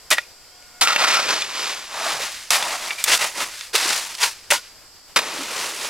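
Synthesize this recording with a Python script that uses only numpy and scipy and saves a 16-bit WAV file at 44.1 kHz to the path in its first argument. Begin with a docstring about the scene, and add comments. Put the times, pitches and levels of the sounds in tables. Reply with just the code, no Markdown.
"""Soft garden air and a distant shrill of insects open the scene; almost at once a steel hoe bites, close by.
It chops into wet sand and cement, each chop a short crunch of grain bursts, and drags the heap along in shoves:
these swell, hold and ease off as random grain slips drive the damped blade modes and the hollow under it.
Stones are filtered noise knocks, rubs sing on one narrow resonance, and clods are low bumps of noise.
Behind lie fluttering noise bands (insects), a wavering far-off whine of three partials and one bird, a gliding sine."""
import sys
import numpy as np
from scipy import signal
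from scipy.fft import rfft, irfft, next_fast_len
from scipy.io import wavfile
from scipy.ndimage import uniform_filter1d

SR = 44100
rng = np.random.default_rng(int(sys.argv[2]) if len(sys.argv) > 2 else 0)


def pcm_store(signal):
    """Save signal as 16-bit PCM."""
    levels = np.round(np.clip(np.atleast_2d(signal), -1, 1) * 32767)
    wavfile.write(sys.argv[1], SR, levels.astype(np.int16).T)


N = 259749
TIME = np.arange(N) / SR  # s

# shoves through the mix: start t/s, attack t/s, hold t/s, release t60/s, scrape level/dB,
# then before trim and re scrape: hollow level/dB, weight of the moved mix level/dB; ring re rasp level/dB
SHOVES = [(0.148, 0.026, 0.006, 0.25, -36, -9, -19.5, -1), (0.865, .014, 0.048, 0.21, -22, -4, -25.5, 1.5),
          (0.971, 0.029, .05, .1, -20, 1.5, -17.5, -0.5), (1.061, .02, .075, .12, -19.5, -2.5, -19.5, -2),
          (1.158, .012, .028, 0.31, -22.5, 0, -17.5, -7), (1.213, 0.017, 0.039, 0.21, -28.5, -2, -9.5, -4),
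          (1.275, 0.019, 0.031, 0.31, -21.5, 0, -13, -16), (1.336, .025, 0.055, 0.44, -28, -3, -16, -8),
          (1.417, 0.2, 0.086, 0.72, -27.5, -3.5, -16, -12), (1.86, .22, 0.051, .45, -26.5, 3, -13.5, -13),
          (2.16, 0.063, .025, 0.33, -28, -5, -19.5, -4), (2.279, 0.041, .05, .75, -35.5, -13, -28, -19),
          (2.55, 0.038, .14, .5, -28.5, 3, -14, -5), (2.78, 0.048, .07, 0.54, -32.5, -1, -17, -7),
          (2.979, 0.0096, 0.025, .2, -31.5, -14.5, -33, -8),
          (3.049, 0.046, .052, .13, -18, -6, -20.5, -3.5),
          (3.177, 0.043, 0.016, 0.28, -22.5, -1.5, -18.5, 0),
          (3.33, 0.078, 0.015, 0.26, -25.5, -1.5, -14, -1),
          (3.479, 0.051, 0.12, 0.26, -38, -18.5, -30, -17),
          (3.729, .016, .176, .72, -22.5, -3.5, -17.5, -11.5),
          (4.18, .002, .015, 0.12, -34, -13.5, -26, -17), (4.192, .04, .016, .18, -18, -11.5, -24, -15),
          (4.277, 0.033, 0.029, .8, -44, -11, -22, -22), (4.53, .02, .02, .1, -26, -10, -18.5, -21),
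          (4.595, 0.022, 0.049, .3, -46.5, -26, -32, -23), (5.185, 0.031, .2, 1.3, -32, 1.5, -9.5, -3),
          (5.421, .17, .08, 0.79, -29.5, -1.5, -11.5, -10), (5.73, 0.11, 0.022, 0.38, -30, -2.5, -11.5, -8)]
# harder shoves catch and give way more: scrape level/dB, jerkiness level/dB
JERKINESS = [(-26.5, 0.85), (-21.5, 1.7)]
# the edge chops in: start t/s, travel t/s, stopping t60/s, scrape level/dB,
# then before trim and re scrape: hollow level/dB, weight level/dB, grit level/dB; ring re rasp level/dB
CHOPS = [(0.1036, 0.014, 0.022, -19.5, -20, -19.5, 0.5, -2),
         (0.1107, 0.023, 0.078, -18, -4, -19.5, -3.5, 1), (0.8106, 0.022, 0.13, -15.5, -3.5, -19, -7, -13),
         (2.5044, 0.058, 0.14, -18, -5.5, -26, -3.5, -10), (3.7521, 0.009, 0.037, -14.5, -26, -33, -5, -16),
         (4.5040, 0.014, 0.02, -15.5, -20, -40, -3, 0),
         (4.5208, 0.02, 0.092, -21.5, -3.5, -21.5, -1.5, -25),
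         (5.1603, 0.011, 0.11, -13.5, -2.5, -15.5, -10.5, -10.5),
         (5.187, 0.0079, .015, -19, 0.5, -16, -12, 3)]
# stones knock on the blade: start t/s, level/dB, centre f/Hz, width f/Hz, t60/s, ring re knock level/dB
STONES = [(0.1120, -10, 2170, 3000, 0.054, -16), (0.127, -11, 2610, 2000, 0.019, -13),
          (0.1831, -9, 1840, 1000, 0.023, -2), (0.625, -42, 3000, 4000, .015, -13),
          (0.8739, -5, 1990, 2200, 0.0082, -5), (0.9611, -7.5, 2050, 1500, 0.025, 9),
          (1.195, -14.5, 1330, 400, 0.034, 0), (1.421, -14, 2820, 2390, 0.021, 1),
          (2.506, -5, 4300, 7140, 0.017, -37), (2.626, -14.5, 3000, 4000, 0.022, -2),
          (2.9069, -15.5, 2200, 1100, 0.032, -5), (2.985, -40, 2366, 600, 0.069, -12),
          (3.0405, -8, 5800, 9000, 0.033, -8), (3.1424, -20, 3220, 5000, 0.03, -16),
          (3.1762, -16, 4500, 6000, 0.02, -14), (3.2107, -18, 2200, 3000, 0.025, -4),
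          (3.4043, -19, 2020, 3000, 0.063, -3), (3.6103, -20, 3020, 3520, 0.014, -3),
          (3.9306, -17, 3470, 4500, 0.022, -10), (4.151, -24.5, 3840, 2800, 0.023, -18),
          (4.5210, -6, 1310, 1700, 0.02, -10)]
# the edge rubs and keeps one mode singing: start t/s, length t/s, f/Hz, level/dB
RUBS = [(0.104, 0.05, 1924, -20.5), (0.168, 0.033, 1880, -24), (0.22, 0.03, 2470, -43),
        (0.808, 0.15, 1318, -22), (0.989, 0.28, 1340, -26), (1.239, 0.052, 2390, -30),
        (2.879, 0.068, 2300, -30.5), (2.974, 0.047, 2370, -30), (4.011, 0.14, 915, -47),
        (4.181, 0.13, 930, -31), (4.512, 0.031, 580, -30.5), (4.509, 0.064, 917, -27),
        (4.512, 0.096, 1443, -37.5)]
# dull thuds of clods and of the blade in the ground: start t/s, level/dB, f/Hz, t60/s
THUDS = [(2.131, -48, 114, 0.34), (2.2, -26.5, 480, 0.036), (2.506, -36, 150, 0.049),
         (3.743, -23, 424, 0.068), (3.850, -29, 353, 0.13), (5.330, -44, 300, .1),
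         (5.385, -32.5, 257, 0.23), (5.66, -29, 563, .08)]
# modes of the blade, damped by the mix: f/Hz, width f/Hz, level before the contact tilt/dB
BLADE_MODES = [(600, 37, 20), (942, 160, 5), (1290, 170, -0.5), (1423, 35, 3), (1740, 77, -7),
               (1921, 83, -1), (2038, 77, -4.5), (2160, 130, -7), (2430, 69, 2), (2686, 41, 4.5),
               (3070, 39, -10), (3530, 39, 6), (3760, 51, -18), (4520, 87, -30), (7560, 340, -9)]
# the hollow under the blade changes size from bite to bite: t/s, resonance f/Hz
HOLLOW_PITCH = [(0.2, 653), (1.1, 1230), (2.0, 990), (2.7, 870), (3.3, 920), (4.1, 1020), (4.6, 950),
                (5.3, 1100), (5.6, 980)]
# tone colour of the wet sand: f/Hz, relative level/dB
SAND_COLOUR = [(47, -53), (80, -15.5), (202, -19.5), (374, -11), (635, 0), (903, -3), (1710, -2),
               (2380, -1.5), (2900, -2.5), (4820, -2.5), (9980, -10), (12200, -16), (15500, -25.5)]
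# how far right the blade sits, heard as lateness at the left port: t/s, lag/samples
BEARING = [(0.1, 0.31), (0.8, 3.6), (1.3, 2.4), (1.7, 1.8), (2.1, 0.8), (2.5, 0.31), (3.2, 0.041),
           (4.0, 0.17), (4.5, 0.43), (5.18, 2.1), (5.4, 0.15), (5.8, 0.033)]
# share of the hoe that differs between the ports: f/Hz, level/dB
SCATTER = [(100, -26), (500, -28), (1500, -90), (3000, -26), (6000, -12), (10000, -8.5), (15000, -3)]
# distant insect bands: f/Hz, nominal width f/Hz, level/dB
INSECT_BANDS = [(4790, 510, -52), (5600, 180, -58.5), (7450, 550, -55)]
# the whine swells and dies away: t/s, level before flutter/dB
WHINE_LEVEL = [(0, -75), (0.3, -66), (0.55, -59), (0.8, -56), (1.3, -52), (2.0, -68), (2.4, -100)]
# partials of the whine: multiple of its pitch, relative level/dB
WHINE_PARTIALS = [(1, 3.4), (2, 5.3), (3, 1)]
# tone colour of the garden air: f/Hz, relative level/dB
GARDEN_COLOUR = [(25, 7), (60, -4), (150, -7.5), (300, -4), (500, -0.5), (1400, -1.5), (3000, -4),
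                 (6500, -8), (10000, -10.5), (13000, -11), (15500, -23)]
# stereo width of the garden air: f/Hz, side re mid level/dB
GARDEN_SIDE = [(30, -2), (100, -3), (500, -14.5), (2000, -21), (5000, -4), (15000, -3)]

WEIGHT_HZ, HOLLOW_TOP_HZ, GRIT_HZ = 507, 1340, 5260  # where weight, hollow, rasp and grit hand over
SHOVE_RING_HZ, CHOP_RING_HZ = 1985, 2170  # the blade modes favoured by each gesture
SAG_DB_PER_S, SHED_DB_PER_S = 1, 8.5  # while held in, the blade slows and sheds its load
JERKS_PER_S = 160
GRIT_DB, GRIT_SLOPE_DB = -2, 0.5  # grit straight ahead: level re scrape before trim, slope per octave
SHADE_DB, SHADE_SLOPE_DB = 3, 3  # to the side the grit is fainter and duller, per sample of lag
GRIT_LINGER = 0.23  # fine grit trickles on as the blade eases off: dB gained per dB of release
PEBBLES_PER_S, PEBBLE_DB = 60, -18  # small pebbles tick on the blade; level re scrape
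HOLLOW_TRIM_DB, WEIGHT_TRIM_DB, GRIT_TRIM_DB = -1.95, 4.5, 0.3
WHINE_HZ = 720
TOP_HZ = 15850


def shoves():
    """Each shove gathers force, holds while the load is shed and eases off, catching and giving way throughout."""
    out = np.zeros(N)
    for start, attack, hold, t60, level_db, hollow_db, weight_db, ring_db in SHOVES:
        t = TIME[:int((attack + hold + t60 / 2) * SR)]
        held = np.clip(t - attack, 0, hold)
        release_db = -60 * np.maximum(t - attack - hold, 0) / t60
        force = np.minimum(t / attack, 1) * undb(release_db + level_db - SAG_DB_PER_S * held)
        load_db = -SHED_DB_PER_S * held

        aside = np.interp(start + t, *np.transpose(BEARING))
        grit_db = GRIT_DB - SHADE_DB * aside - GRIT_LINGER * release_db
        slope_db = GRIT_SLOPE_DB - SHADE_SLOPE_DB * np.average(aside, weights=force)

        jerkiness_db = np.interp(level_db, *np.transpose(JERKINESS))
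        jerks = unit(undb(jerkiness_db * walk(JERKS_PER_S, len(t))))
        sand = crunch(start + t, hollow_db + load_db, weight_db + load_db, grit_db,
                      SHOVE_RING_HZ, ring_db, slope_db)
        pebbles = blade(grains(len(t), per_s=PEBBLES_PER_S, spread_db=2.0), SHOVE_RING_HZ)
        add(out, start, force * (jerks * sand + undb(PEBBLE_DB) * pebbles))
    return out


def chops():
    """The edge cuts in at full speed, travels a little and is stopped by the wet mass."""
    out, t = np.zeros(N), TIME[:SR // 4]
    for start, travel, t60, level_db, hollow_db, weight_db, grit_db, ring_db in CHOPS:
        onset = np.minimum(t / 0.00058, 1)
        speed = onset * decay(np.maximum(t - travel, 0), t60)
        jerks = unit(undb(0.42 * walk(350, len(t))))
        sand = crunch(start + t, hollow_db, weight_db, grit_db, CHOP_RING_HZ, ring_db, slope_db=4.0)
        add(out, start, speed * jerks * undb(level_db) * sand)
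    return out


def stones():
    """A stone chatters on the blade for a moment; the mix smothers the ring."""
    out, t = np.zeros(N), TIME[:SR // 12]
    for start, level_db, hz, width, t60, ring_db in STONES:
        fade = decay(t, t60)
        chatter = rng.standard_normal(len(t)) * fade
        chatter[0] = 5  # a hard first contact
        knock = cut(resonate(chatter, hz, width), [350, min(2.8 * hz, SR * .42)], "bandpass")
        hit = unit(unit(knock) + undb(ring_db) * blade(chatter, hz))
        energy = np.sqrt(np.mean(fade ** 2))  # longer chatter carries more
        add(out, start, undb(level_db) * energy * hit)
    return out


def rubs():
    """Stick and slip at the edge pump one narrow resonance, which swells and fades."""
    out = np.zeros(N)
    for start, length, hz, level_db in RUBS:
        size = int(length * SR)
        width = np.interp(hz, *np.transpose(BLADE_MODES)[:2])  # as damped as the blade's modes nearby
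        noise = rng.standard_normal(size + SR // 20)  # extra lead-in lets the resonance settle
        tone = resonate(resonate(noise, hz, width), hz, width)[-size:]
        swell = np.sin(np.pi * np.arange(size) / size)
        add(out, start, undb(level_db) * unit(tone) * swell)
    return out


def thuds():
    """Soft, heavy lumps land with a short low bump of band-passed noise."""
    out, t = np.zeros(N), TIME[:SR // 3]
    for start, level_db, hz, t60 in THUDS:
        body = unit(cut(rng.standard_normal(len(t)), [hz / 1.14, hz * 1.23], "bandpass"))
        add(out, start, undb(level_db) * body * decay(t, t60))
    return out


def crunch(t, hollow_db, weight_db, grit_db, ring_hz, ring_db, slope_db=0):
    """Wet sand on steel: grains rasp and ring the blade, the hollow resonates, mass shifts, grit crackles."""
    size = len(t)
    rasp = zone(grains(size, per_s=11000, spread_db=2.5), HOLLOW_TOP_HZ, GRIT_HZ)
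    ring = blade(grains(size, per_s=3000, spread_db=2.5), ring_hz)
    ring_gain = undb(ring_db)
    # more ring takes room from the rasp
    scrape = (rasp + ring_gain * ring) / np.sqrt(1 + 0.55 * ring_gain ** 2)

    crumbs = grains(size, per_s=6000, spread_db=2.0) + 0.22 * clods(size, per_s=45, ring_q=6.6)
    lumps = zone(crumbs, WEIGHT_HZ, HOLLOW_TOP_HZ)
    hollow_hz = np.interp(t.mean(), *np.transpose(HOLLOW_PITCH))
    hollow = unit(.5 * lumps + resonate(lumps, hollow_hz, width=820))
    weight = zone(crumbs, 143, WEIGHT_HZ)

    crackle = grains(size, per_s=16000, spread_db=0.0) + 0.96 * grains(size, per_s=2500, spread_db=2.5)
    grit = zone(colour(crackle, [(GRIT_HZ, 0), (2 * GRIT_HZ, slope_db)]), GRIT_HZ, SR)
    return (scrape + undb(hollow_db + HOLLOW_TRIM_DB) * hollow
            + undb(weight_db + WEIGHT_TRIM_DB) * weight + undb(grit_db + GRIT_TRIM_DB) * grit)


def blade(x, centre_hz):
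    """The steel rings; the place of contact favours the modes around one frequency."""
    ring = np.zeros(len(x))
    for hz, width, db in BLADE_MODES:
        octaves_away = abs(np.log2(hz / centre_hz))
        ring += undb(db - 14.3 * octaves_away) * resonate(x, hz, width)
    return unit(ring)


def clods(size, per_s, ring_q, count=12):
    """Tumbling crumbs of many sizes, each a dull pat at its own pitch."""
    pitches = np.geomspace(200, 1500, count) * rng.uniform(0.921, 1.11, count)
    return unit(sum(resonate(grains(size, per_s, spread_db=1.0), hz, hz / ring_q) for hz in pitches))


def grains(size, per_s, spread_db):
    """Random slips of single grains, as clicks of either sign: many small, a few large."""
    count = max(int(per_s * size / SR), 1)
    place, sign, rarity = rng.random((count, 3)).T
    strength_db = spread_db * np.minimum(-np.log(1 - rarity), 6)
    clicks = np.sign(sign - .5) * undb(strength_db)
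    return unit(np.bincount((place * size).astype(int), clicks, size))


def zone(x, low_hz, high_hz):
    """One register of the sand's sound, at rms 1."""
    above = cut(colour(x, SAND_COLOUR), low_hz, "highpass", order=3)
    return unit(cut(above, min(high_hz, SR * .45), "lowpass", order=3))


def ports(direct):
    """Two close ports: a tiny lag adds or takes away the wave's slope; tumbling grains reach them unequally."""
    scatter = colour(direct * walk(500, N), SCATTER)
    side = scatter - curve(BEARING) / 2 * np.gradient(direct)
    return np.array([direct + side, direct - side])


def bird(start, length, from_hz, to_hz, level_db):
    """One faint rising whistle from far away, a gliding sine that swells and fades."""
    out, progress = np.zeros(N), np.linspace(0, 1, int(length * SR))
    phase = 2 * np.pi * np.cumsum(from_hz + (to_hz - from_hz) * progress) / SR
    add(out, start, undb(level_db) * np.sin(np.pi * progress) * np.sin(phase))
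    return out


def whine():
    """A thin, slightly wavering far-off whine, perhaps a motor: harmonics of one drifting pitch."""
    pitch = WHINE_HZ * (1 + 0.0031 * walk(14.0, N))
    phase = 2 * np.pi * np.cumsum(pitch) / SR
    tone = unit(sum(undb(db) * np.sin(multiple * phase) for multiple, db in WHINE_PARTIALS))
    return undb(curve(WHINE_LEVEL) + 2 * walk(31, N)) * tone


def insects():
    """A distant chorus: many shrill voices blur into fluttering noise bands, different in each ear."""
    def chorus():
        voices = np.zeros(N)
        for hz, width, db in INSECT_BANDS:
            each = 1.7 * width  # two passes narrow the band again
            band = unit(resonate(resonate(rng.standard_normal(N), hz, each), hz, each))
            voices += band * undb(db + 1.0 * walk(40, N))
        return voices
    return np.array([chorus(), chorus()])


def garden(air_db, rumble_db):
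    """Soft outdoor air, shaped noise on a shared breeze, with a low, uneven rumble."""
    mid = unit(colour(rng.standard_normal(N), GARDEN_COLOUR))
    side = colour(unit(colour(rng.standard_normal(N), GARDEN_COLOUR)), GARDEN_SIDE)
    breeze_db = walk(15, N)
    rumble = unit(cut(rng.standard_normal(N), [35, 120], "bandpass"))
    air = undb(air_db + breeze_db) * np.array([mid + side, mid - side])
    return air + undb(rumble_db + 2 * breeze_db) * rumble


def undb(db):
    """Decibels to gain."""
    return 10 ** (np.asarray(db) / 20)


def decay(t, t60):
    """Exponential fade that loses 60 dB in t60 seconds."""
    return undb(-60 * t / t60)


def unit(x):
    """Scale to rms 1."""
    return x / np.sqrt(np.mean(x ** 2) + 1e-18)


def curve(rows):
    """Join (s, value) rows by straight lines."""
    return np.interp(TIME, *np.transpose(rows))


def colour(x, points):
    """Filter by a smooth (Hz, dB) spectrum, joined over log frequency."""
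    size = next_fast_len(len(x), True)
    hz, db = np.transpose(points)
    freq = np.maximum(np.fft.rfftfreq(size, 1 / SR), 1)
    gain = undb(np.interp(np.log(freq), np.log(hz), db))
    return irfft(rfft(x, size) * gain, size)[:len(x)]


def resonate(x, hz, width):
    """A two-pole resonance with gain 1 at its centre."""
    q = hz / min(abs(width), SR / 4)
    return signal.lfilter(*signal.iirpeak(hz, q, fs=SR), x)


def cut(x, hz, kind, order=2):
    """Butterworth low-, high- or band-pass."""
    return signal.sosfilt(signal.butter(order, hz, kind, fs=SR, output="sos"), x)


def walk(rate, size):
    """Random levels, one every 1 / rate s, joined by ramps; spread near 1."""
    k = max(int(SR / rate), 1)
    steps = np.repeat(rng.standard_normal(size // k + 1), k)
    return np.sqrt(3 / 2) * uniform_filter1d(steps, k)[:size]


def add(track, start, sound):
    """Mix a sound into a track from the given time on."""
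    i = max(int(start * SR), 0)
    track[i:i + len(sound)] += sound[:max(N - i, 0)]


def scene():
    """The hoe close by, the garden around it."""
    hoe = shoves() + chops() + stones() + rubs() + thuds()
    far = insects() + whine() + bird(start=.47, length=0.15, from_hz=3020, to_hz=3420, level_db=-59)
    return ports(hoe) + garden(air_db=-50.0, rumble_db=-65.5) + far


def record(dry):
    """The camera clips any peak beyond full scale and steeply cuts the top."""
    top_cut = signal.ellip(10, .2, 70, TOP_HZ, fs=SR, output="sos")
    return signal.sosfilt(top_cut, np.clip(dry, -1, 1))


dry = scene()
out = record(dry)
pcm_store(out)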